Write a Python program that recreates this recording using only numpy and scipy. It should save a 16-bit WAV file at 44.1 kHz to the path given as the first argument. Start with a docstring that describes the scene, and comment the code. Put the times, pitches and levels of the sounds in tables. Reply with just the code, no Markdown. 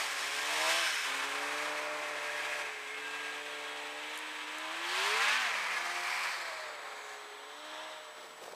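"""A two-stroke twin snowmobile rides away over snow: exhaust orders drone and growl, noise bands churn snow.
It revs up, chokes for a moment before 1.1 s, then cruises; scattered tree echoes spread the exhaust pops.
A small camera whistles faintly throughout and ticks after 4 s; the hardest rev peaks at 5.4 s.
Snow and engine then recede; from 8.1 s a sleeve rustles and a gloved hand knocks, both shaped noise."""
import sys
import numpy as np
from scipy import signal
from scipy.fft import rfft, irfft, next_fast_len
from scipy.io import wavfile
from scipy.ndimage import map_coordinates

SR = 44100
rng = np.random.default_rng(int(sys.argv[2]) if len(sys.argv) > 2 else 0)


def wrap_up_sound(samples):
    """Save the sound to the file named by the first command line argument, as 16-bit audio."""
    columns = np.atleast_2d(samples).T
    # keep every value between -1 and 1, then stretch to whole-number steps
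    tamed = np.clip(columns, -1, 1)
    steps = np.round(tamed * 32767).astype(np.int16)
    wavfile.write(sys.argv[1], SR, steps)


N = 377048
TIME_S = np.arange(N) / SR
CUTOFF_HZ = 15300

# engine speed: (time [s], firing rate [Hz])
FIRING = [(0.0, 149.0), (0.24, 137.8), (0.4, 145.2), (0.6, 156.1), (0.8, 169.3), (0.96, 145.8),
          (1.1, 135.5), (1.6, 149.0), (1.92, 150.4), (2.2, 147.5), (2.56, 148.5), (2.83, 140.5),
          (3.05, 146.0), (3.2, 147.5), (3.85, 147.0), (4.24, 154.0), (4.45, 151.0), (4.7, 159.3),
          (4.8, 167.3), (4.9, 177.6), (5.02, 194.7), (5.18, 222.3), (5.32, 247.8), (5.4, 259.0),
          (5.5, 228.0), (5.66, 188.8), (5.8, 175.7), (6.02, 176.7), (6.25, 188.7), (6.5, 162.5),
          (6.85, 143.2), (7.38, 138.7), (7.65, 152.4), (7.86, 157.3), (8.1, 151.8), (8.55, 151.3)]
CRUISE_HZ = 150
# throttle squeezes: (start [s], end [s], opening [0-1], periodic share of the bark [0-1])
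SQUEEZES = [(0.432, 0.8, 0.47, 0.7), (1.043, 2.604, 0.57, 0.38), (2.91, 3.496, 0.48, 0.27),
            (3.507, 4.595, 0.34, 0.51), (4.607, 5.412, 0.5, 0.59), (5.785, 6.292, 0.44, 0.49),
            (7.58, 7.965, 0.65, 0.39)]
OPEN_S, CLOSE_S = 0.15, 0.22  # throttle ramp lengths
COAST_SHARE = 0.4  # periodic share off the throttle
# throttle snapped shut: (start [s], end [s], gain of the exhaust orders [dB])
CHOP = (0.79, 1.08, -9)
CATCH_S = 0.056  # ramp back to full exhaust
# engine carry as the sled turns and recedes, used about its mean: (time [s], level [dB])
CARRY = [(0.0, -37.5), (0.1, -42.5), (0.45, -41.5), (0.6, -38), (0.68, -37.5), (0.88, -40.5), (1.2, -39.5),
         (2.0, -39), (2.6, -38), (2.8, -43.5), (3.3, -40.5), (3.5, -43), (4.6, -44), (4.8, -41.5),
         (5.3, -33.5), (5.4, -35), (6.0, -40), (6.2, -39.5), (6.5, -41.5), (7.6, -49), (7.75, -43),
         (8.55, -56)]
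# churned snow, used about its mean: (time [s], level [dB])
SNOW = [(0.0, -40.5), (0.5, -41), (0.7, -37.5), (1.4, -46), (1.6, -46.5), (1.9, -52), (2.6, -48),
        (2.7, -51.5), (4.2, -52), (4.3, -52), (4.8, -51), (5.0, -44.5), (5.5, -53), (6.2, -49), (6.8, -58),
        (7.1, -56), (7.3, -58), (8.55, -61)]

# level laws: (offset coasting at cruise [dB], slope with speed [dB/octave], lift at full throttle [dB],
#              share of engine swing [dB/dB], share of snow swing [dB/dB])
BARK_LAW = (-50, 4.5, 0.5, 0.35, 0.56)
RASP_LAW = (-44.5, 3.5, -2.5, 1, 0.4154)
CLATTER_LAW = (-53.5, 11.5, 4, 0, 0.75)
SCRAPE_LAW = (-57.5, 10.5, 0, 0.41, 0.94)
SPRAY_LAW = (-58, 5.5, 1, 0.5, 1)
RUMBLE_LAW = (-55, -8, -3, 1.16, 0.02)
THRUM_LAW = (-82.5, -18, -13, 2, -0.06)
DRONE_LAW = (-0.32, 1, 1, 0.23, 0.028)
GROWL_LAW = (-59.5, 8, 5.5, 0.68, 0.2)
# low mids, added to the bark law: (time [s], level [dB])
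LOW_MIDS = [(0, 1), (.42, -0.5), (.66, 2.5), (1.2, 4.5), (1.87, 6), (2.4, -0.5), (3.1, 1), (4, 0), (5, 5),
            (6.7, 3), (8.55, 0)]
# upper mids, added to the clatter law: (time [s], level [dB])
UPPER_MIDS = [(0, -1.5), (.95, 4), (1.6, -2.5), (2.6, -0.5), (3.55, 2.5), (4.5, 3), (5.3, 2), (6, -2.5),
              (7, -2.5), (7.85, 1), (8.55, -8.5)]

# exhaust pop spectrum: (frequency [Hz], relative gain [dB])
PIPE_COLOUR = [(150, -70), (330, -14), (520, -20.5), (750, -2), (1000, 9), (1350, 2), (1700, 7), (2300, 5),
               (3000, -9)]
PIPE_DELAY_S = 0.018  # a pop leaves the cylinder this long before it is heard
POPS_IN_BARK_DB = -5  # in the mids the growl covers the single pops
# engine and track noise spectrum: (frequency [Hz], relative gain [dB])
COLOUR = [(60, -47), (120, -29.5), (200, -25.5), (330, -14), (600, -5.5), (1000, 10), (2200, 16),
          (3000, 1.5), (4500, -4.5), (6500, -13), (9200, -23), (10500, -29.5), (12000, -28.5), (15000, -39)]
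# hood and chassis resonances and dips: (centre [Hz], width [Hz], gain [dB])
PANELS = [(994, 39, 1.5), (1140, 110, 1.5), (1490, 110, -8.5), (1595, 390, 9.5), (2315, 120, 3),
          (2574, 400, 9.5), (2830, 100, -3.5), (3330, 69, 2), (4500, 120, -3), (6040, 300, 2),
          (7000, 350, 0), (8270, 270, 3), (9270, 960, 3.5)]
# share of noise carrying the chassis resonances, less as the sled recedes: (time [s], share [0-1])
NEARNESS = [(0, 0.74), (1, 1), (1.8, 0.74), (2.6, 1), (3.5, 0.88), (5, 0.91), (6, 0.42), (8.55, 0.08)]
# tuned pipe's response to the lowest orders: (frequency [Hz], level [dB])
PIPE_TONES = [(135, -86), (180, -77), (260, -70), (300, -65.5), (360, -63.5), (430, -52), (470, -61.5),
              (520, -57), (590, -51), (660, -48), (760, -52), (1000, -48)]
BOOM_DB = 7.5  # lift of the two lowest orders at full throttle
# level offset of firing orders 1 to 4, one table each: (time [s], level [dB])
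FIRST = [(0, 8.5), (1, 6), (2.85, 2), (3.8, 2), (4.2, -5.5), (5.25, -0.5), (5.5, 3), (7.3, -9.5), (8.55, 2)]
SECOND = [(0, 1.5), (1.6, 6.5), (2.55, -6), (2.9, 0.5), (4.55, 5.5), (5.15, 4.5), (5.5, -17), (6, 3.5),
          (6.4, -24), (7.1, -10), (7.6, 1.5), (8.55, -23)]
THIRD = [(0, -12), (.7, 5.5), (1.1, -3.5), (1.6, 2), (2.6, -3), (3.6, 2), (4.7, -8), (5.3, -11), (5.44, 3),
         (5.56, -9), (6.8, -8.5), (7.35, 1), (7.7, -11), (8.55, 0)]
FOURTH = [(0, -3), (.5, -4), (.66, 6), (.8, 3), (.9, -5), (1.8, 4), (2.6, -1), (3.08, -26), (3.45, -2),
          (4.0, -4), (4.3, -19), (4.7, -4), (4.9, -31), (5.7, -14), (5.88, 2.5), (6.3, -7), (6.45, -7),
          (6.58, -1.5), (7.3, -9), (7.8, -3), (8.55, -9.5)]
# growl orders; half orders come from the unequal cylinders: (firing order [-], relative level [dB])
GROWL_ORDERS = [(1.5, -4), (2.5, -4), (3.5, 2), (4.5, 0.5), (5, 0.5), (5.5, 0), (6, 5), (6.5, 0), (7, 1),
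                (7.5, -0.5), (8, -2.5), (8.5, 1), (9, 0.5), (9.5, -1), (10, 0.5), (10.5, -4), (11, 1),
                (11.5, -4), (12, 0), (12.5, -3), (13, -2), (13.5, -4), (14, 0), (15, -1), (16, 0), (17, -1),
                (18, -3)]
# pipe's response to the growl orders: (frequency [Hz], gain [dB])
GROWL_COLOUR = [(220, -28), (350, -15), (500, -6), (610, -5), (700, 0), (820, -0.5), (930, 1), (1030, 3),
                (1200, 1), (1450, 1), (1700, 3), (2000, 0), (2300, 0.5), (2650, -1), (3100, -9),
                (4200, -15)]
# whines of pipe, fan or cover: (start [s], end [s], firing order [-], level at mid-swell [dB])
WHINES = [(0.31, 0.44, 11, -47), (0.35, 0.48, 7, -54), (0.78, 0.9, 9.5, -47), (1.29, 1.49, 11, -48.5),
          (1.35, 2.05, 7, -57), (0.52, 0.8, 10, -52), (1.5, 2.15, 6.5, -52), (2.85, 3.04, 15, -48),
          (2.9, 3.3, 18, -51), (2.94, 3.42, 11, -47), (3.5, 3.85, 11, -58), (3.65, 4.15, 5.5, -56),
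          (3.15, 3.4, 15, -56), (3.45, 3.8, 22.5, -55), (4.08, 4.5, 7.5, -59), (4.48, 4.76, 4.5, -60),
          (4.55, 4.73, 14, -55), (5.2, 5.4, 7, -46), (5.22, 5.38, 7.5, -48), (5.85, 6.35, 11, -56),
          (5.9, 6.4, 13, -54), (7.05, 7.55, 5.5, -67), (7.62, 7.98, 6, -59)]
# ringing cover, chassis and running gear: (start [s], end [s], pitch [Hz], width [Hz], level [dB])
RINGS = [(0.0, 0.55, 5360, 220, -52.5), (0.2, 0.5, 3300, 130, -50), (0.5, 1.11, 5340, 280, -46),
         (0.78, 1.082, 1560, 200, -42), (2.147, 2.7, 1650, 150, -46.5), (2.15, 2.6, 3270, 130, -56),
         (4.852, 5.2, 4380, 450, -45.5), (5.2, 5.35, 2560, 150, -40), (5.45, 5.847, 2200, 220, -46),
         (5.897, 6.416, 2310, 170, -43), (5.95, 6.748, 4350, 480, -54.5), (6.95, 7.2, 6750, 650, -60.5),
         (7.5, 8.0, 5400, 480, -65), (7.55, 8.0, 1920, 220, -65)]

# grazing echo off the snow, shifting as the sled turns: (time [s], lag [ms], strength [0-1])
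GLANCE = [(1.1, .25, 0), (1.5, .25, .07), (2.5, .25, .07), (3, .2, .05), (4.6, .18, .05), (5.3, .2, 0),
          (5.7, .26, .13), (6.3, .305, .22), (6.85, .36, .22), (7.4, .4, .22), (7.8, .42, .28),
          (8.55, .43, .1)]
# echoes off bumps in the snow
BUMP_STRENGTH, BUMP_CHANGE_HZ = 0.2, 0.8

# camera whistle: (pitch [Hz], warble [Hz], warble depth [rad], level [dB])
WHISTLE = (7867, 30, 1.9, -65.3)
# camera body ticks: (time [s], relative envelope peak [dB])
TICKS = [(4.1579, -40), (4.1754, -31), (4.1885, -33), (4.584, -35)]
# gloved hand knocks: (time [s], relative envelope peak [dB])
KNOCKS = [(8.421, -36), (8.443, -42), (8.458, -52), (8.480, -30.5), (8.534, -31)]
# sleeve rustle: (time [s], level [dB])
RUSTLE = [(0, -100), (8.1, -67), (8.23, -52), (8.32, -57.5), (8.4, -55), (8.44, -49.5), (8.49, -48),
          (8.55, -54)]
# rubbing cloth spectrum: (frequency [Hz], relative gain [dB])
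CLOTH = [(40, -38), (110, -21), (200, -10), (600, 0.5), (2000, -7.5), (6000, -15), (15000, -28)]
# still air and microphone hiss spectrum: (frequency [Hz], relative gain [dB])
AIR = [(30, -19), (100, -8), (400, -29), (1500, -15), (5000, -12), (9000, 8), (11000, -1), (15000, 1.5)]


def sled():
    """Firing rate and throttle drive every exhaust, engine and track layer."""
    firing_hz = in_time(FIRING)[0]
    cycle = np.cumsum(firing_hz) / SR  # firings so far
    opening, share = throttle()
    state = controls(firing_hz, opening)
    low_orders = level(DRONE_LAW, state) * drone(cycle, firing_hz, opening, flutter_db=1.2, wobble_rad=0.061)
    mid_orders = growl(cycle, firing_hz, flutter_db=2.8, wobble_rad=0.045)
    mid_orders = level(GROWL_LAW, state) * share * mid_orders  # growl needs even firing
    high_orders = whine(cycle, flutter_db=1.2, wobble_rad=0.12)
    body = machine(cycle, firing_hz, share, state)
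    return body + choke() * (low_orders + mid_orders) + high_orders + rings(cycle, throb=0.42)


def drone(cycle, firing_hz, opening, flutter_db, wobble_rad):
    """The tuned pipe sings the four lowest firing orders as near-pure tones; throttle swells the lowest two."""
    out = np.zeros(N)
    points_hz, points_db = np.transpose(PIPE_TONES)
    for order, curve in enumerate((FIRST, SECOND, THIRD, FOURTH), 1):
        db = np.interp(np.log(order * firing_hz), np.log(points_hz), points_db)
        db = db + in_time(curve)[0] + BOOM_DB * opening * (order <= 2)
        gain = from_db(db + flutter_db * drift(31))
        phase = 2 * np.pi * order * cycle + wobble_rad * order * drift(19)
        out += np.sqrt(2) * gain * np.sin(phase)
    return out


def growl(cycle, firing_hz, flutter_db, wobble_rad):
    """Whole and half orders of the two unequal cylinders sweep through the pipe's resonances."""
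    out = np.zeros(N)
    points_hz, points_db = np.transpose(GROWL_COLOUR)
    for order, order_db in GROWL_ORDERS:
        db = np.interp(order * firing_hz, points_hz, points_db) + order_db
        gain = from_db(db + flutter_db * drift(10.0))
        phase = 2 * np.pi * order * cycle + spread_rad(order) + wobble_rad * order * drift(21.5)
        out += np.sqrt(2) * gain * np.sin(phase)
    return out


def spread_rad(order):
    """The pipe delays each order differently, so a firing is a drawn-out bark, not a click."""
    return np.sqrt(2) * order ** 2


def whine(cycle, flutter_db, wobble_rad):
    """Single firing orders sing out and fade over set spans, gliding with engine speed."""
    out = np.zeros(N)
    flutter = from_db(flutter_db * drift(18))
    waver = wobble_rad * drift(8.9)
    for start_s, end_s, order, db in WHINES:
        on, swell = rise_and_fall(start_s, end_s)
        tone = np.sin(2 * np.pi * order * cycle[on] + waver[on])
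        out[on] += np.sqrt(2) * from_db(db) * swell * flutter[on] * tone
    return out


def machine(cycle, firing_hz, share, state):
    """Exhaust pops and engine and track noise in bands; the periodic share sets the mix in bark and edge."""
    pops = exhaust(cycle, firing_hz)
    noise = rasp(cycle, throb=0.034, half_throb=0.028, judder_db=0.7)
    rumble = band(noise, 100, 680) + 0.65 * np.sqrt(share) * band(pops, 220, 680)
    rumble = level(RUMBLE_LAW, state) * rumble
    thrum = level(THRUM_LAW, state) * band(rng.standard_normal(N), 50, 144, order=1)
    bark = blend(pops, noise, share, 624, 1468, POPS_IN_BARK_DB)
    bark = level(BARK_LAW, state) * from_db(in_time(LOW_MIDS)[0]) * bark
    # higher up, pulses need a larger share to stand out of the turbulence
    edge = level(RASP_LAW, state) * blend(pops, noise, share ** 1.8, 1534, 5230)
    clatter = level(CLATTER_LAW, state) * from_db(in_time(UPPER_MIDS)[0]) * band(noise, 2835, 4160)
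    scrape = level(SCRAPE_LAW, state) * band(noise, 4180, 7360)
    spray = level(SPRAY_LAW, state) * band(noise, 7150, 17600)
    clumps = from_db(0.59 * drift(49))  # the track throws snow in lumps
    return thrum + np.sqrt(choke()) * (rumble + bark) + edge + clatter + clumps * (scrape + spray)


def exhaust(cycle, firing_hz):
    """Pops pass the ringing pipe, scatter off trees and glance off the snow."""
    pops = exhaust_pulses(cycle, firing_hz, jitter_s=0.000018, uneven=0.037, weak_db=-7.5, skew=0.058)
    pops = trees(pipe(pops, smear_s=0.034), wet_db=-3, t60_s=0.12)
    return glance(coloured(pops, PIPE_COLOUR))


def exhaust_pulses(cycle, firing_hz, jitter_s, uneven, weak_db, skew):
    """One pop per firing; the second cylinder is weaker and late, which adds half orders."""
    number = np.arange(int(cycle[-1]))
    second = number % 2
    chance = rng.standard_normal((len(number), 2))
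    at_s = np.interp(number + skew * second, cycle, TIME_S) - PIPE_DELAY_S + jitter_s * chance[:, 0]
    at = np.clip((at_s * SR).astype(int), 0, N - 1)
    pops = np.zeros(N)
    pops[at] = from_db(weak_db * second) * (1 + uneven * chance[:, 1])
    return rms_one(pops / np.sqrt(firing_hz))  # even power at any speed


def pipe(x, smear_s):
    """The expansion chamber spreads each pop over several firings, lows last."""
    size = next_fast_len(N + SR // 10)
    hz = np.fft.rfftfreq(size, 1 / SR)
    lag_s = smear_s * np.exp(-hz / 1500)
    phase_turns = np.cumsum(lag_s) * SR / size  # group delay summed over frequency
    return irfft(rfft(x, size) * np.exp(-2j * np.pi * phase_turns), size)[:N]


def rasp(cycle, throb, half_throb, judder_db):
    """Turbulence and rattle surge with each firing and judder at random; the chassis colours them when near."""
    surge = 1 + throb * np.cos(2 * np.pi * cycle) + half_throb * np.cos(np.pi * cycle)
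    rattle = rng.standard_normal(N) * surge * from_db(judder_db * drift(26))
    near = np.clip(in_time(NEARNESS)[0], 0, 1)
    ringing, plain = coloured(rattle, COLOUR, PANELS), coloured(rattle, COLOUR)
    return bumps(glance(near * ringing + (1 - near) * plain))


def blend(pops, noise, share, low_hz, high_hz, pops_db=0):
    """One band of pops and noise, mixed by power share."""
    periodic = from_db(pops_db) * np.sqrt(share) * band(pops, low_hz, high_hz)
    return periodic + np.sqrt(1 - share) * band(noise, low_hz, high_hz)


def rings(cycle, throb):
    """Rattle pulsing with the firing excites one narrow panel or running-gear resonance at a time span."""
    out = np.zeros(N)
    rattle = rng.standard_normal(N) * (1 + throb * np.cos(2 * np.pi * cycle))
    for start_s, end_s, hz, width_hz, db in RINGS:
        on, swell = rise_and_fall(start_s, end_s)
        b, a = signal.iirpeak(hz, hz / width_hz, fs=SR)
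        out[on] += from_db(db) * swell * rms_one(signal.lfilter(b, a, rattle[on]))
    return out


def throttle():
    """Throttle opening and periodic share of the firing, per sample."""
    opening, share = np.zeros(N), np.full(N, COAST_SHARE)
    for start_s, end_s, strength, even in SQUEEZES:
        rise = np.clip((TIME_S - start_s) / OPEN_S + 0.5, 0, 1)
        fall = np.clip((end_s - TIME_S) / CLOSE_S + 0.5, 0, 1)
        opening += strength * rise * fall
        share += (even - COAST_SHARE) * rise * fall
    return opening, np.clip(share, 0, 1)


def choke():
    """Exhaust gain: dies away as the throttle snaps shut, returns fast as it reopens."""
    start_s, end_s, db = CHOP
    shut = np.clip((TIME_S - start_s) / CLOSE_S, 0, 1)
    return from_db(db * shut * np.clip((end_s - TIME_S) / CATCH_S, 0, 1))


def controls(firing_hz, opening):
    """Rows behind every level law: 1, octaves above cruise, throttle, engine swing and snow swing in dB."""
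    carry_db, snow_db = in_time(CARRY)[0], in_time(SNOW)[0]
    octaves = np.log2(firing_hz / CRUISE_HZ)
    return np.array([np.ones(N), octaves, opening, carry_db - carry_db.mean(), snow_db - snow_db.mean()])


def level(law, state):
    """Layer gain: the law weighs the controls and sums them in dB."""
    return from_db(np.dot(law, state))


def glance(x):
    """A close, inverted echo off the snow combs the treble; its notches slide with the lag."""
    lag_ms, strength = in_time(GLANCE)
    late = map_coordinates(x, [np.arange(N) - lag_ms * SR / 1000], order=1)
    return (x - strength * late) / np.sqrt(1 + strength ** 2)


def bumps(x, count=8):
    """Short echoes of wandering strength off bumps ripple the spectrum as the sled moves."""
    lags = (rng.uniform(0.0012, 0.0065, count) * SR).astype(int)  # drawn in s
    echoes = sum(drift(BUMP_CHANGE_HZ) * np.pad(x, (lag, 0))[:N] for lag in lags) / np.sqrt(count)
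    return (x + BUMP_STRENGTH * echoes) / np.sqrt(1 + BUMP_STRENGTH ** 2)


def trees(x, wet_db, t60_s):
    """Trunks and bushes return many faint, scattered, decaying echoes."""
    lags_s = rng.uniform(0.00377, 0.3, size=120)
    echoes = np.zeros(SR)
    echoes[(lags_s * SR).astype(int)] = rng.standard_normal(len(lags_s)) * from_db(-60 * lags_s / t60_s)
    return x + from_db(wet_db) * signal.fftconvolve(x, echoes / np.linalg.norm(echoes))[:N]


def camera():
    """A phase-warbled sine whistle and short noise ticks of the body."""
    hz, warble_hz, depth_rad, db = WHISTLE
    warble = depth_rad * np.sin(2 * np.pi * warble_hz * TIME_S)
    whistle = np.sqrt(2) * from_db(db) * np.sin(2 * np.pi * hz * TIME_S + warble + 0.1 * drift(8))
    return whistle + from_db(-7) * bursts(TICKS, 6000, 12000, decay_s=0.0022)


def clothing():
    """Crumpling cloth is unsteady coloured noise; glove knocks are low noise puffs."""
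    crumple = from_db(2.3 * drift(70))
    cloth = coloured(rng.standard_normal(N) * crumple, CLOTH)
    knocks = from_db(-8) * bursts(KNOCKS, 330, 900, decay_s=0.005)
    return from_db(in_time(RUSTLE)[0]) * cloth + knocks


def bursts(events, low_hz, high_hz, decay_s):
    """Each touch is a short, dying puff of band-limited noise."""
    envelope = np.zeros(N)
    for at_s, db in events:
        envelope += from_db(db) * (TIME_S >= at_s) * np.exp(-np.abs(TIME_S - at_s) / decay_s)
    puffs = band(envelope * rng.standard_normal(N), low_hz, high_hz, order=2)
    return np.sqrt(np.mean(envelope ** 2)) * puffs


def still_air():
    """Steady coloured hiss."""
    return from_db(-69) * coloured(rng.standard_normal(N), AIR)


def from_db(db):
    """Decibels to gain."""
    return np.exp(np.asarray(db) * np.log(10) / 20)


def rms_one(x):
    """Scale to unit rms."""
    return x / np.sqrt(np.mean(x ** 2) + 1e-20)


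def in_time(rows):
    """Each column of a table, interpolated per sample."""
    at_s, *columns = np.transpose(rows)
    return [np.interp(TIME_S, at_s, column) for column in columns]


def drift(rate_hz):
    """Random wander of unit rms: noise through a double pole, at 1/40 of the sample rate."""
    pole = np.exp(-80 * np.pi * rate_hz / SR)
    noise = rng.standard_normal(N // 40 + 2002)
    slow = signal.lfilter([1], [1, -2 * pole, pole * pole], noise)[2000:]  # drop the run-in
    return np.interp(np.arange(N) / 40, np.arange(len(slow)), rms_one(slow))


def rise_and_fall(start_s, end_s):
    """Mask of a time span, and a rounded swell over it."""
    on = (TIME_S > start_s) & (TIME_S < end_s)
    return on, np.sqrt(np.sin(np.pi * (TIME_S[on] - start_s) / (end_s - start_s)))


def band(x, low_hz, high_hz, order=3):
    """Zero-phase band-pass, unit rms."""
    sos = signal.butter(order, [low_hz, min(high_hz, SR / 2 - 1)], "band", fs=SR, output="sos")
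    return rms_one(signal.sosfiltfilt(sos, x, padtype="even", padlen=SR // 2))


def coloured(x, spectrum, resonances=()):
    """Filter x by a broad spectrum with resonant humps and dips; unit rms."""
    size = next_fast_len(N)
    hz = np.maximum(np.fft.rfftfreq(size, 1 / SR), 1)
    points_hz, points_db = np.transpose(spectrum)
    db = np.interp(np.log(hz), np.log(points_hz), points_db)
    for centre_hz, width_hz, lift_db in resonances:
        db = db + lift_db / (1 + (2 * (hz - centre_hz) / width_hz) ** 2)
    return rms_one(irfft(rfft(x, size) * from_db(db), size)[:N])


def scene():
    """Sled, camera, clothing and still air, in one channel."""
    return (sled() + camera() + clothing() + still_air())[None]


def record(dry):
    """Steep elliptic low-pass."""
    return signal.sosfilt(signal.ellip(12, 0.1, 70, CUTOFF_HZ, fs=SR, output="sos"), dry)


dry = scene()
out = record(dry)
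wrap_up_sound(out)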